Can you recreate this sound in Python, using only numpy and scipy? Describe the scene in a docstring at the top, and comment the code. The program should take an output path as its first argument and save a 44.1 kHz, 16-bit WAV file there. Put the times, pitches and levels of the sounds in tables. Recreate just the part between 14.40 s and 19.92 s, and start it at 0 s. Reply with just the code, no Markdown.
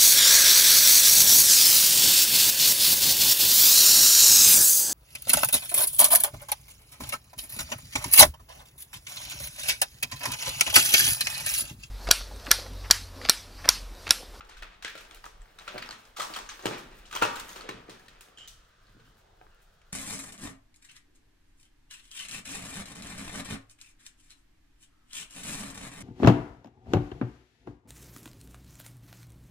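"""Pieces of rubble and splinters crack and tick, boards knock and a loose panel rings as shoes shift over them.
Soles scuff by stick-slip and grit crunches as dense random grains in a bare, half-roofed building.
Breaks are decaying noise and tones; boards and panel are sums of damped modes.
Near walls return two echoes and a short diffuse tail; below lie a soft outdoor wash and a low air flutter,
both shaped from noise. Left and right differ in phase and level by frequency, which widens the floor sounds."""
import sys
import numpy as np
from scipy import signal
from scipy.fft import rfft, irfft, next_fast_len
from scipy.io import wavfile
from scipy.ndimage import uniform_filter1d

SR = 44100
rng = np.random.default_rng(int(sys.argv[2]) if len(sys.argv) > 2 else 0)


def int16_out(signal):
    """Quantize to a 16-bit WAV file."""
    q = np.round(np.clip(np.atleast_2d(signal).T, -1, 1) * 32767)
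    wavfile.write(sys.argv[1], SR, q.astype(np.int16))


N = 243652  # samples

# Grit under the soles. Each row: time in seconds, relative crunch level in dB, sand level over it in dB.
GRIT_COURSE = [(0.0, -64.5, -11), (0.28, -64.5, -14), (0.4, -72, -13), (0.71, -63.5, -4),
               (0.95, -72.5, -11), (1.15, -69.5, -2), (1.19, -62, -6), (1.25, -64, -3), (1.37, -50.5, -15),
               (1.43, -62.5, -15), (1.47, -58, -8), (1.58, -68.5, -2), (1.74, -71.5, -6), (1.8, -53.5, -10),
               (1.9, -56.5, -3.5), (1.93, -52.5, 1.5), (1.96, -55, -2.5), (2.05, -64.5, -5),
               (2.22, -61, -5), (2.3, -53, -6), (2.5, -65.5, -6), (2.67, -65.5, -3), (2.76, -54.5, -2.5),
               (2.95, -55, -8), (3.19, -56, -2.5), (3.26, -56, -40), (3.44, -63, -15), (4.33, -75, -10),
               (4.65, -76.5, -2.5), (4.9, -80, -1.5), (5.52, -78, -6.5)]
SIDES = np.array([[1], [-1]])  # left, right


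def undb(db):
    """Level to amplitude: 20 dB is a factor of ten."""
    return 10 ** (np.asarray(db) / 20)


def unit(x):
    """Normalization to a root-mean-square of one."""
    return x / np.sqrt(np.mean(x ** 2))


def band(x, lo_hz, hi_hz):
    """Butterworth band-pass filtering."""
    edges = [lo_hz, min(hi_hz, .45 * SR)]
    return signal.sosfilt(signal.butter(2, edges, "bandpass", fs=SR, output="sos"), x)


def on_log(table, hz):
    """Interpolation of (Hz, value) rows on a log-frequency axis."""
    f, v = np.transpose(table)
    return np.interp(np.log(np.maximum(hz, 1)), np.log(f), v)


def curve(table):
    """Linear interpolation in time of every column after the first."""
    s, *columns = np.transpose(table)
    return [np.interp(np.arange(N) / SR, s, c) for c in columns]


def fade(t, t60):
    """Exponential decay: 60 dB in t60 seconds."""
    return np.exp(-np.log(1000) * t / t60)


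def add(out, s, x, pan_db, around=None):
    """Superposition of a sound on three rows: left, right, and what the walls receive."""
    i = int(s * SR)
    size = min(x.shape[-1], N - i)
    out[:2, i:i + size] += x[..., :size] * undb(SIDES * pan_db / 2)
    out[2, i:i + size] += (x if around is None else around)[:size]


def diffuse(gain, size):
    """Coherence: noise alike in the bass, partly opposed near 1 kHz, alike at 1.2 kHz, loosely related above."""
    # Each row: frequency in Hz, likeness of left and right from -1 to 1.
    likeness = [(30, 0.99), (100, 0.96), (300, 0.91), (600, 0.24), (800, -0.13), (950, -0.32),
                (1120, -0.19), (1230, 0.89), (1900, 0.28), (3000, 0.27), (6000, 0.21)]
    hz = np.fft.rfftfreq(size, 1 / SR)
    like = on_log(likeness, hz)
    mid, side = rfft(rng.standard_normal((2, size)))
    return irfft(gain(hz) * (np.sqrt(1 + like) * mid + SIDES * np.sqrt(1 - like) * side), size)


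def walk(rate):
    """Smoothed random modulation: levels held 1 / rate seconds, then averaged twice over that time."""
    k = int(SR / rate)
    held = np.repeat(rng.standard_normal(N // k + 1), k)
    return uniform_filter1d(uniform_filter1d(held, k), k)[:N]


def outdoor_wash():
    """Spectrally shaped diffuse noise: a distant wash whose low, middle and high parts swell on their own."""
    # Each row: frequency in Hz, relative spectral level in dB per Hz.
    wash_spectrum = [(45, -21), (70, -6), (210, -8), (550, -10), (980, -3.5), (1540, -11.5), (2300, -27.5),
                     (3200, -21), (7000, -31), (15000, -54)]
    wash_db, swell_db = -60.5, 2.5  # swell before smoothing
    wash = unit(diffuse(lambda f: undb(on_log(wash_spectrum, f)), next_fast_len(N))[:, :N])
    parts = [(60, 258), (260, 986), (1200, 14000)]  # Hz
    return sum(band(wash, lo, hi) * undb(wash_db + swell_db * walk(4.8)) for lo, hi in parts)


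def air_flutter():
    """Slow air movement on the microphones: low-frequency noise with a level course and random gusts."""
    # Each row: time in seconds, level before gusts in dB.
    air_course = [(0.0, -54), (0.8, -57.5), (1.5, -62), (2.3, -57), (2.8, -55.5), (3.6, -63), (4.2, -61.5),
                  (5.0, -65.5), (5.52, -58)]
    centre_hz, gusts_per_s, gust_db = 32.5, 13, 4.5  # gust before smoothing
    air = diffuse(lambda f: 1 / (1 + (np.abs(f - centre_hz) / 16) ** 1.96), next_fast_len(N))
    return unit(air[:, :N]) * undb(curve(air_course)[0] + gust_db * walk(gusts_per_s))


def hall(x):
    """Reverberation as convolution with decaying noise: every band of the tail dies at its own rate."""
    # Each row: band centre in Hz, decay time t60 in seconds, relative level in dB.
    tail_bands = [(160, 0.9, -11.5), (380, 0.36, -7.5), (1140, 0.58, -11.5), (2800, 0.48, -11),
                  (5530, 0.38, -8), (14700, 0.26, -16)]
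    lump_db, lumps_per_s = 3, 700
    t = np.arange(SR) / SR
    tail = 0
    for hz, t60, db in tail_bands:
        part = diffuse(lambda f: np.exp(-np.log2(np.maximum(f, 1) / hz) ** 2 / 1.66), SR)
        # a band's share of the spectrum grows with its centre
        tail = tail + undb(db) * unit(part) * fade(t, t60) * np.sqrt(2 * hz / SR)
    # the tail sets in after 4 ms
    tail = tail * np.clip((t - .004) / 0.00078, 0, 1) / np.sqrt(0.013 * SR)
    # the young tail is uneven, the late tail smooth
    tail = tail * undb(lump_db * fade(t, 0.18) * unit(walk(lumps_per_s)[:SR]))
    return signal.fftconvolve(x[None], tail * undb(SIDES * 0.26), axes=1)[:, :N]


def near_walls(x):
    """Specular reflection: each near wall returns one delayed, weaker copy."""
    # Each row: delay in seconds, level against the direct sound in dB.
    wall_echoes = [(0.0095, -12.5), (0.0202, -15)]
    echoes = 0
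    for s, db in wall_echoes:
        echoes = echoes + undb(db) * np.pad(x, ((0, 0), (int(s * SR), 0)))[:, :N]
    return echoes


def widen(x):
    """Stereo widening: phase and level differ between left and right by frequency, most just below 1.2 kHz."""
    # Each row: frequency in Hz, phase lag of the right channel in radians.
    right_lag = [(200, 0.48), (350, 1.16), (550, 0.97), (850, 1.98), (1120, 2.57), (1230, 0.52),
                 (2500, 1.32), (4000, 1.27)]
    # Each row: frequency in Hz, level of left over right in dB.
    left_over_right = [(60, 0), (500, 3), (3000, -2.5), (14000, 0.5)]
    size = next_fast_len(N)
    hz = np.fft.rfftfreq(size, 1 / SR)
    tilt = undb(SIDES * on_log(left_over_right, hz) / 2)
    turn = np.exp(-1j * on_log(right_lag, hz) * [[0], [1]])
    return irfft(rfft(x, size) * tilt * turn, size)[:, :N]


def grit():
    """Random impulse trains through band-pass filters: dense grains, coarse stones lower than sand."""
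    crunch_db, treble_db = curve(GRIT_COURSE)
    stir_db = 5  # before smoothing
    # grains per second, band edges in Hz, level against the crunch in dB
    kinds = [(386.0, 210, 1280, -1.5), (1450, 424, 2820, 0), (1200, 1400, 21800, treble_db)]
    layers = []
    for rate, lo_hz, hi_hz, db in kinds:
        happens, sign, size = rng.random((3, N))
        size_db = np.minimum(-3.5 * np.log(size + 1e-9), 12)
        grains = (happens < rate / SR) * np.sign(sign - .5) * undb(size_db)
        layers.append(undb(db + stir_db * walk(40)) * unit(band(grains, lo_hz, hi_hz)))
    # slightly louder on the left; the tail receives the grit at full level
    return undb(crunch_db) * sum(layers) * undb([[.7], [-.7], [0]])


def scuffs(out):
    """Stick-slip friction of a dragged sole: uneven noise in two resonances over a wide hiss."""
    # Each row: start in seconds, length in seconds, relative level in dB, squeal in Hz, half-width as a
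    # share of it, second squeal in Hz, its level over the first in dB, hiss level over the first in dB.
    drags = [(1.351, 0.026, -52, 1430, .06, 3000, -24, -29),
             (1.762, 0.06, -47.5, 1280, 0.093, 3470, -5, 0.5), (2.721, 0.09, -47, 1100, .2, 3300, -4, -5),
             (3.9714, 0.1, -52, 3040, 0.052, 7800, -12, -9),
             (4.638, 0.055, -71.5, 1380, 0.083, 3320, -0.5, -6),
             (5.092, 0.14, -66.5, 1390, .2, 2980, -10, -16)]
    for s, length, db, hz, width, hz2, db2, hiss_db in drags:
        t = np.arange(int(length * SR)) / SR
        grip = undb(4 * np.repeat(rng.standard_normal(200), 100)[:len(t)])  # held for 100 samples
        slip = rng.standard_normal((3, SR // 5))[:, :len(t)] * grip
        squeal = unit(band(slip[0], (1 - width) * hz, (1 + width) * hz))
        second = undb(db2) * unit(band(slip[1], 0.88 * hz2, 0.99 * hz2))
        hiss = undb(hiss_db) * unit(band(slip[2], 2600, 7600))
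        ramps = np.minimum(1, np.minimum(t / 0.004, (length - t) / 0.01))
        rub = undb(db) * ramps * fade(t, 0.43) * (squeal + second + hiss)
        add(out, s, rub, .5, undb(3.0) * rub)


def panel(out):
    """Modal vibration: a kicked loose panel rings in damped modes, shared out anew at each blow."""
    # Each row: mode in Hz, relative level in dB, decay time t60 in seconds.
    panel_modes = [(490, -44, 0.064), (955, 3.5, 0.12), (1100, -36, 0.21), (1210, -9, 0.19),
                   (1298, -8, 0.13), (1455, -3, 0.35), (1680, -29, 0.58), (1842, -13.5, 0.14),
                   (2460, -13, 0.18), (2660, -5, 0.12)]
    # Each row: time in seconds, relative level in dB.
    blows = [(2.729, -42), (2.752, -41), (2.822, -29.5), (2.994, -57)]
    t = np.arange(SR // 2) / SR
    for s, db in blows:
        share = undb(1.6 * rng.standard_normal(len(panel_modes)))
        ring = 0
        for g, (hz, mode_db, t60) in zip(share, panel_modes):
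            ring = ring + g * undb(mode_db) * fade(t, t60) * np.sin(2 * np.pi * hz * t)
        add(out, s, undb(db) * ring, 1.2)


def knocks(out):
    """Impact and modal decay: a board rings in three modes, the higher dying sooner; the floor thuds."""
    # Each row: time in seconds, relative level in dB, ring in Hz, ring t60 in seconds.
    board_knocks = [(0.223, -38, 640, 0.015), (0.448, -32, 485, 0.012), (0.553, -33.5, 610, 0.017),
                    (0.562, -38.5, 557, 0.018), (0.8499, -38, 1020, 0.014), (0.857, -41, 1050, 0.027),
                    (0.864, -34, 900, 0.01), (0.867, -45, 1200, 0.017), (1.28, -41, 582, 0.064),
                    (1.343, -32.5, 623, 0.027), (1.351, -28, 420, 0.011), (1.3594, -27.5, 583, 0.019),
                    (1.345, -40.5, 221, 0.052), (1.369, -31, 646, 0.015), (1.492, -43.5, 626, 0.045),
                    (1.788, -29, 820, 0.016), (1.796, -29, 587, 0.025), (1.988, -41, 690, 0.027),
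                    (2.193, -46.5, 376, 0.056), (2.236, -37, 400, 0.023), (2.244, -34.5, 620, 0.022),
                    (2.256, -13, 383, 0.015), (2.2744, -33, 340, 0.037), (2.311, -32.5, 850, 0.047),
                    (2.75, -34.5, 385, 0.024), (2.291, -38, 330, 0.035), (2.314, -30.5, 350, 0.045),
                    (2.8215, -12.5, 490, 0.017), (2.8229, -16, 915, 0.036), (2.84, -32, 315, 0.02),
                    (2.875, -37, 937, 0.073), (2.851, -31, 590, 0.08), (2.884, -40, 466, 0.0077),
                    (3.163, -39.5, 380, 0.054), (3.242, -39, 453, 0.045), (3.254, -35, 496, 0.033),
                    (3.29, -25, 382, 0.019), (3.303, -41, 403, 0.024), (3.314, -38.5, 292, 0.024),
                    (3.344, -36.5, 205, 0.032), (3.351, -43, 474, 0.03), (3.488, -32, 380, 0.015),
                    (3.491, -41.5, 570, 0.027), (3.503, -47.5, 212, 0.041), (3.541, -44.5, 237, 0.05),
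                    (3.809, -52, 390, 0.033), (4.491, -52, 205, 0.022), (4.548, -48, 200, 0.042),
                    (4.567, -47, 260, 0.04), (4.595, -52, 450, 0.033), (4.611, -47, 190, 0.016),
                    (4.68, -48, 220, 0.02), (5.0135, -38, 860, 0.011), (5.016, -49, 720, 0.026),
                    (5.067, -52.5, 330, 0.016)]
    thud_db, thud_db_per_octave = -11, -13  # under a 240 Hz board; lighter boards shake the floor less
    thud_growth = 0.94  # dB of thud per dB of knock, about a -35 dB knock
    floor_hz, slab_hz, slab_db, floor_t60_s = 124.8, 70.4, -11, 0.12  # slab: deeper mode of the floor
    rise_cycles = 0.17  # a sole presses a low board for longer
    modes = [(.66, 0.17), (1, 1), (1.45, 0.29)]  # frequency ratio, gain
    t = np.arange(SR // 4) / SR
    for s, db, hz, t60 in board_knocks:
        floor_db = thud_db + thud_db_per_octave * np.log2(hz / 240) + (thud_growth - 1) * (db + 35)
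        board = sum(g * fade(t, t60 / k) * np.sin(2 * np.pi * k * hz * t) for k, g in modes)
        # a small board cannot radiate deep bass
        board = band((1 - np.exp(-t * hz / rise_cycles)) * board, 175, 3500)
        floor = np.sin(2 * np.pi * floor_hz * t) + undb(slab_db) * np.sin(2 * np.pi * slab_hz * t)
        thud = undb(floor_db) * (1 - np.exp(-t / 0.0012)) * fade(t, floor_t60_s) * floor
        knock = undb(db) * (board + thud)
        add(out, s, knock, -2, undb(-2.0) * knock)


def splinters():
    """A random point process: small pieces crack oftener and louder while the grit crunches harder."""
    count, over_crunch_db, spread_db = 75, 2, 5.5
    body_hz, chip_hz = 1600, 3600  # medians
    colour_db = (6.5, 2, -13)  # body, chip, snap
    breaking = (5.5, 0.22, 0.5)  # breaking time in ms, share of ring 0-1, level sent to the walls in dB
    crunch_db = curve(GRIT_COURSE)[0]
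    busy = np.cumsum(np.sqrt(undb(crunch_db)))
    times = np.interp(rng.random(count), busy / busy[-1], np.arange(N) / SR)
    size, pitch, chip = rng.standard_normal((count, 3)).T
    levels = crunch_db[(times * SR).astype(int)] + over_crunch_db + spread_db * size
    bodies, chips = body_hz * np.exp(0.36 * pitch), chip_hz * np.exp(0.23 * chip)
    body_db, chip_db, snap_db = colour_db
    return [(s, db, hz, body_db, high_hz, chip_db, snap_db, *breaking)
            for s, db, hz, high_hz in zip(times, levels, bodies, chips)]


def cracks(out):
    """Brittle fracture, a few milliseconds of release: a dull body, a ring, a higher chip and a bright snap."""
    # Each row: time in seconds, relative level in dB, ring in Hz, body under 1.2 kHz in dB, chip in Hz,
    # chip in dB, snap over 7.5 kHz in dB, breaking time in ms, share of ring 0-1, level sent to walls in dB.
    pieces = [(0.0074, -36, 1350, -4, 3080, -37, -48, 2.8, 0.37, -4.5),
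              (0.0907, -58, 2000, -13, 5230, 0, -22, 2.9, 0.6, 5),
              (0.1101, -48, 1460, -17, 3030, -8, -29, 3, 0.63, 11),
              (0.1683, -43.5, 1510, -11, 3000, -7.5, -11, 2.7, 0.6, 9.5),
              (0.2224, -31.5, 1900, -7.5, 3440, -24, -15.5, 3.1, 0.32, 2.5),
              (0.2316, -35, 1390, -11, 2580, -5.5, -25, 2.4, 0.54, -17),
              (0.4239, -37, 2620, -3.5, 3900, -4.5, -9, 2.8, 0.3, 5.5),
              (0.447, -22.5, 2050, -38, 3000, -6, -30, 2.14, 0.37, -0.5),
              (0.4553, -28, 1610, -27, 3000, -17, -47, 2.8, 0.7, 6),
              (0.4649, -36.5, 1575, 1, 3030, -6, -46, 5.7, 0.8, -3),
              (0.4786, -28.5, 1680, -26, 4200, -13, -15, 3, 0.4, -4.5),
              (0.4938, -36.5, 1860, -15, 3620, -24, -10, 3.5, 0.35, 5),
              (0.553, -31.5, 1420, -17, 3100, -19, -10, 1.7, 0.65, 6),
              (0.574, -44, 1390, -22, 3600, -4, -11, 7.6, 0.36, 7.5),
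              (0.609, -44.5, 1230, -4, 2900, -6, -2, 3.3, 0.5, 1),
              (0.7105, -41.5, 2360, -18, 3430, -0.5, -18, 1.8, 0.3, -3),
              (0.7455, -49.5, 2800, -17.5, 4200, 0.5, 8.5, 2.9, .45, 0.5),
              (0.7707, -48, 1500, -18, 3700, -4, -20, 3.3, 0.3, 3),
              (0.841, -36.5, 1900, -1, 4800, -11, -10, 1.8, 0.54, 3.5),
              (0.8533, -47, 1700, 6.5, 3520, -18, -20, 6.5, 0.8, -6),
              (0.8553, -49.5, 1100, -13, 6100, 8.5, 6, 1.14, 0.27, 4.5),
              (0.8636, -33, 1280, 3, 3370, -25, -12, 2, 0.99, -11),
              (1.0176, -50, 1860, 5, 7660, -1, -13, 2.8, 0.7, -11),
              (1.0555, -53, 1680, 3, 5230, -13, -20, 3.3, .3, -15),
              (1.187, -40, 1630, -0.5, 3760, -2, -12, 2.4, 0.25, 0.5),
              (1.1967, -44.5, 1600, -5, 3940, 3, -15, 1.4, 0.6, -4),
              (1.2777, -26.5, 1345, -13, 2660, -13, -23, 3.5, 0.27, 0.5),
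              (1.3785, -27.5, 2300, -13, 4960, -34, -13, 3.1, 0.27, -1),
              (1.381, -38.5, 1500, 11, 4500, 1, -17, 1.8, 0.9, -12),
              (1.399, -49, 1900, -5, 2800, -12, -20, 1.9, 0.7, -8),
              (1.4222, -37.5, 2500, 7, 4600, -0.5, -18, 3.1, 0.9, -3),
              (1.425, -28.5, 2030, -11, 4450, -23, -15, 2, 0.07, 3),
              (1.4605, -39, 2020, -6, 5500, -8, -10, 2, 0.4, -7),
              (1.49, -36, 1550, 10.5, 4800, -0.5, -10, 1.3, 0.6, -13),
              (1.5003, -44, 1230, -5, 4300, -9, -12, 2.2, .45, -7),
              (1.5087, -32, 1460, -3.5, 4400, 0, -17, 2.1, 0.55, 1.5),
              (1.5263, -36.5, 1780, 3, 4500, -17, -6, 2.1, 0.8, -1),
              (1.545, -43, 1310, 2, 3260, -16, -21, 2.9, 0.6, 4),
              (1.767, -40.5, 1290, 1, 3260, -7, -4, 4.9, 0.2, 7.5),
              (1.7959, -32, 1977, 4.5, 3550, 1, -7, 8.2, 0.34, -2.5),
              (1.805, -25.5, 1222, 0, 3240, -8, -24, 5.3, 0.94, -8),
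              (1.816, -34.5, 1140, 8.5, 4260, 3, -1, 3.8, 0.4, 7.5),
              (1.9376, -29, 2950, -14, 4600, -4, -18, 1.6, 0.6, 9),
              (1.961, -35.5, 1287, 15, 3170, 6, 1, 7.1, 0.81, -2),
              (1.974, -36.5, 1377, 16, 3000, -1, -10, 2.1, 0.9, -14),
              (1.987, -43, 1600, 8.5, 3470, 8, -14, 3.6, 0.2, 1.5),
              (2.0905, -29, 1610, -4, 6300, -7, -17, 1.9, 0.66, 5),
              (2.095, -41.5, 1490, -8, 6300, 8.5, -22, 1.2, 0.2, 5.5),
              (2.118, -41, 1500, 4, 4600, -4, -18, 1.5, 0.3, 0),
              (2.193, -43, 1310, 7.5, 4500, -2, -20, 1.3, 0.17, 5),
              (2.2255, -53, 2790, -5, 6400, 9, -8, 1.3, 0.5, 8),
              (2.2557, -25.5, 1630, 3.5, 3000, -1, -9, 4.5, 0.37, 1),
              (2.2675, -24, 1420, 1, 3000, -5, -16, 1.6, 0.64, -11),
              (2.278, -33, 1220, -10, 3000, -3, -21, 4.3, 0.8, -10),
              (2.3803, -42, 1216, -5.5, 3000, -5, -2.5, 2.8, 0.2, 5.5),
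              (2.654, -61, 3000, -6, 3060, 12, -14, 2.5, 0.7, 14),
              (2.7114, -37, 1210, -9, 3220, -3, -25, 2.7, 0.4, -0.5),
              (2.7277, -31.5, 1455, 6.5, 6400, -5, -14, 1.65, 0.15, 0.5),
              (2.7375, -36.5, 2600, -11, 3300, -3, -25, 1.2, 0.8, -3),
              (2.7515, -29.5, 3000, -3, 6200, 0, -18, 2.4, 0.2, 0),
              (2.761, -28.5, 1420, -1, 3250, -7, -27, 3.9, 0.2, 0),
              (2.7722, -35, 1340, -9, 3160, 5.5, -34.5, 2.2, 0.95, 6),
              (2.8245, -33, 2920, -20, 6400, 4, -16, 3.8, 0.25, 6),
              (2.8133, -29.5, 1140, 6, 3000, -7, -25, 7, 0.4, 1),
              (2.8218, -13, 1395, 4, 3620, -19.5, -9, 3.3, 0.77, 1.5),
              (2.8305, -20.5, 1200, 14, 2600, -1.5, -31, 3, 0.9, -2),
              (2.8356, -19.5, 2740, -12, 3140, -15, -20, 2.3, 0.7, -2),
              (2.85, -30, 1750, 5, 2730, 1, -37, 2.5, 0.3, 1),
              (2.86, -40, 2650, 0, 3360, -4, -25, 2.5, 0.4, 11),
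              (2.8768, -31.5, 1200, 2, 2480, -14, -33.5, 2.3, 0.4, -1.5),
              (2.957, -32.5, 1500, -20, 7400, -6, -4, 3.3, 0.6, 7),
              (2.9965, -32.5, 1430, -12, 7400, -0.5, -3, 3.8, 0.33, -1.5),
              (3.092, -40.5, 2960, -3, 6600, 1.5, -8, 2, 0.5, 6),
              (3.131, -49.5, 3000, -8, 6600, 8, -3, 1.2, 0.3, 3),
              (3.16, -39, 1270, -1, 2950, -4.5, -16, 3.2, 0.4, 7.5),
              (3.2088, -36.5, 1290, -16, 4420, -2.5, -41, 2.6, 0.6, -1),
              (3.289, -29, 1770, -2.5, 3200, -10.5, -15, 4.5, 0.17, -2),
              (3.309, -45.5, 1880, 15, 3920, 4, -32.5, 4, 0.9, 3),
              (3.495, -43, 1830, -5, 4620, -3, -7.5, 2.7, 0.2, 8),
              (3.5947, -50.5, 1670, 3, 4300, -5, -1, 3.7, 0.55, -3),
              (3.682, -42.5, 1860, -21, 4380, -6, -10, 3.3, 0.44, 1),
              (3.808, -46, 2700, -4.5, 3100, -1.5, 4, 2.7, 0.37, 4.5),
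              (3.984, -42, 2910, -20, 7400, -4, -43, 1.9, 0.4, 0),
              (3.9895, -50, 3150, -14, 6500, -10, -40, 2.5, 0.9, 0),
              (4.0762, -49, 3600, -20, 6000, 10, 7, .7, 0.1, -11),
              (4.0783, -39, 3680, -20, 7900, -12, 11, 1.6, 0.96, 0),
              (4.082, -51.5, 2980, -17, 6300, 13.5, 9, 1.5, 0.24, 5),
              (4.469, -64, 2700, -10, 4300, 3, -10, 2, 0.5, 3),
              (4.597, -55.5, 1500, -2, 4300, -9, -36, 6, 0.66, 6),
              (4.652, -62, 2800, -10, 3200, -3, -24, 5, 0.6, 3),
              (5.0136, -51.5, 1555, 6, 2400, -5, -45, 1.7, 0.97, -6),
              (5.0667, -55, 1700, 9, 3500, -14, -17, .8, 0.3, 1),
              (5.146, -66, 3000, -10, 4500, -3, 6, 1.5, 0.1, 0),
              (5.219, -70.5, 3000, -20, 9300, -6, 13, 2.5, 0.2, 5),
              (5.227, -70, 3000, -20, 9200, 1, 12, 1.5, 0.2, 3),
              (5.415, -55.5, 1725, -14, 3240, -9, -15.5, 4, 0, -10)]
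    onset_share = 0.35  # rise time against breaking time
    chip_ring_db = 8.5  # a chip's ring over its rasp
    t = np.arange(SR // 20) / SR
    for s, db, hz, body_db, chip_hz, chip_db, snap_db, ms, hard, walls_db in pieces + splinters():
        crumble = ms / 1000
        shape = (1 - np.exp(-t / (onset_share * crumble))) * np.exp(-t / crumble)
        energy = np.sum(shape ** 2)
        rasp = shape * rng.standard_normal((2, len(t)))
        left, right = rasp * np.sqrt(energy / np.sum(rasp ** 2, axis=1, keepdims=True))
        # summed over all directions the break has an even colour: the walls get one click of the same energy
        click = (t == 0) * np.sqrt(energy)
        # short waves differ between left and right, long ones do not
        long, short = np.array([left, left, click]), np.array([left, right, click])
        parts = [(long, 780, 1200, body_db), (long, 1200, 3200, 0),
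                 (short, 3000, 8000, chip_db), (short, 7500, 17000, snap_db)]
        noise = 0
        for k, (x, lo, hi, part_db) in enumerate(parts):
            # neighbouring bands take opposite signs; narrow bands are raised to make up for their width
            noise = noise + (-1) ** k * undb(part_db) * np.sqrt(SR / 2 / (hi - lo)) * band(x, lo, hi)
        # hard pieces ring at a clear pitch, crumbly ones only rasp
        chip = undb(chip_db + chip_ring_db) * fade(t, 0.017) * np.sin(2 * np.pi * chip_hz * t)
        rings = shape * (np.sin(2 * np.pi * hz * t) + chip) * [[1.8], [1.8], [.3]]
        sound = undb(db) * (np.sqrt(1 - hard) * noise + np.sqrt(hard) * rings)
        add(out, s, sound[:2], 2.5, undb(walls_db) * sound[2])


def scene():
    """Superposition of direct sound, early echoes, diffuse tail and background."""
    floor = grit()
    for source in (scuffs, panel, knocks, cracks):
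        layer = np.zeros((3, N))
        source(layer)
        floor = floor + layer
    direct = floor[:2] + near_walls(floor[:2])
    return widen(direct) + undb(5.5) * hall(floor[2]) + outdoor_wash() + air_flutter()


def record(dry):
    """Band limiting: a steep elliptic low-pass cuts the top above 15.8 kHz."""
    return signal.sosfilt(signal.ellip(8, .2, 70, 15800, fs=SR, output="sos"), dry)


dry = scene()
out = record(dry)
int16_out(out)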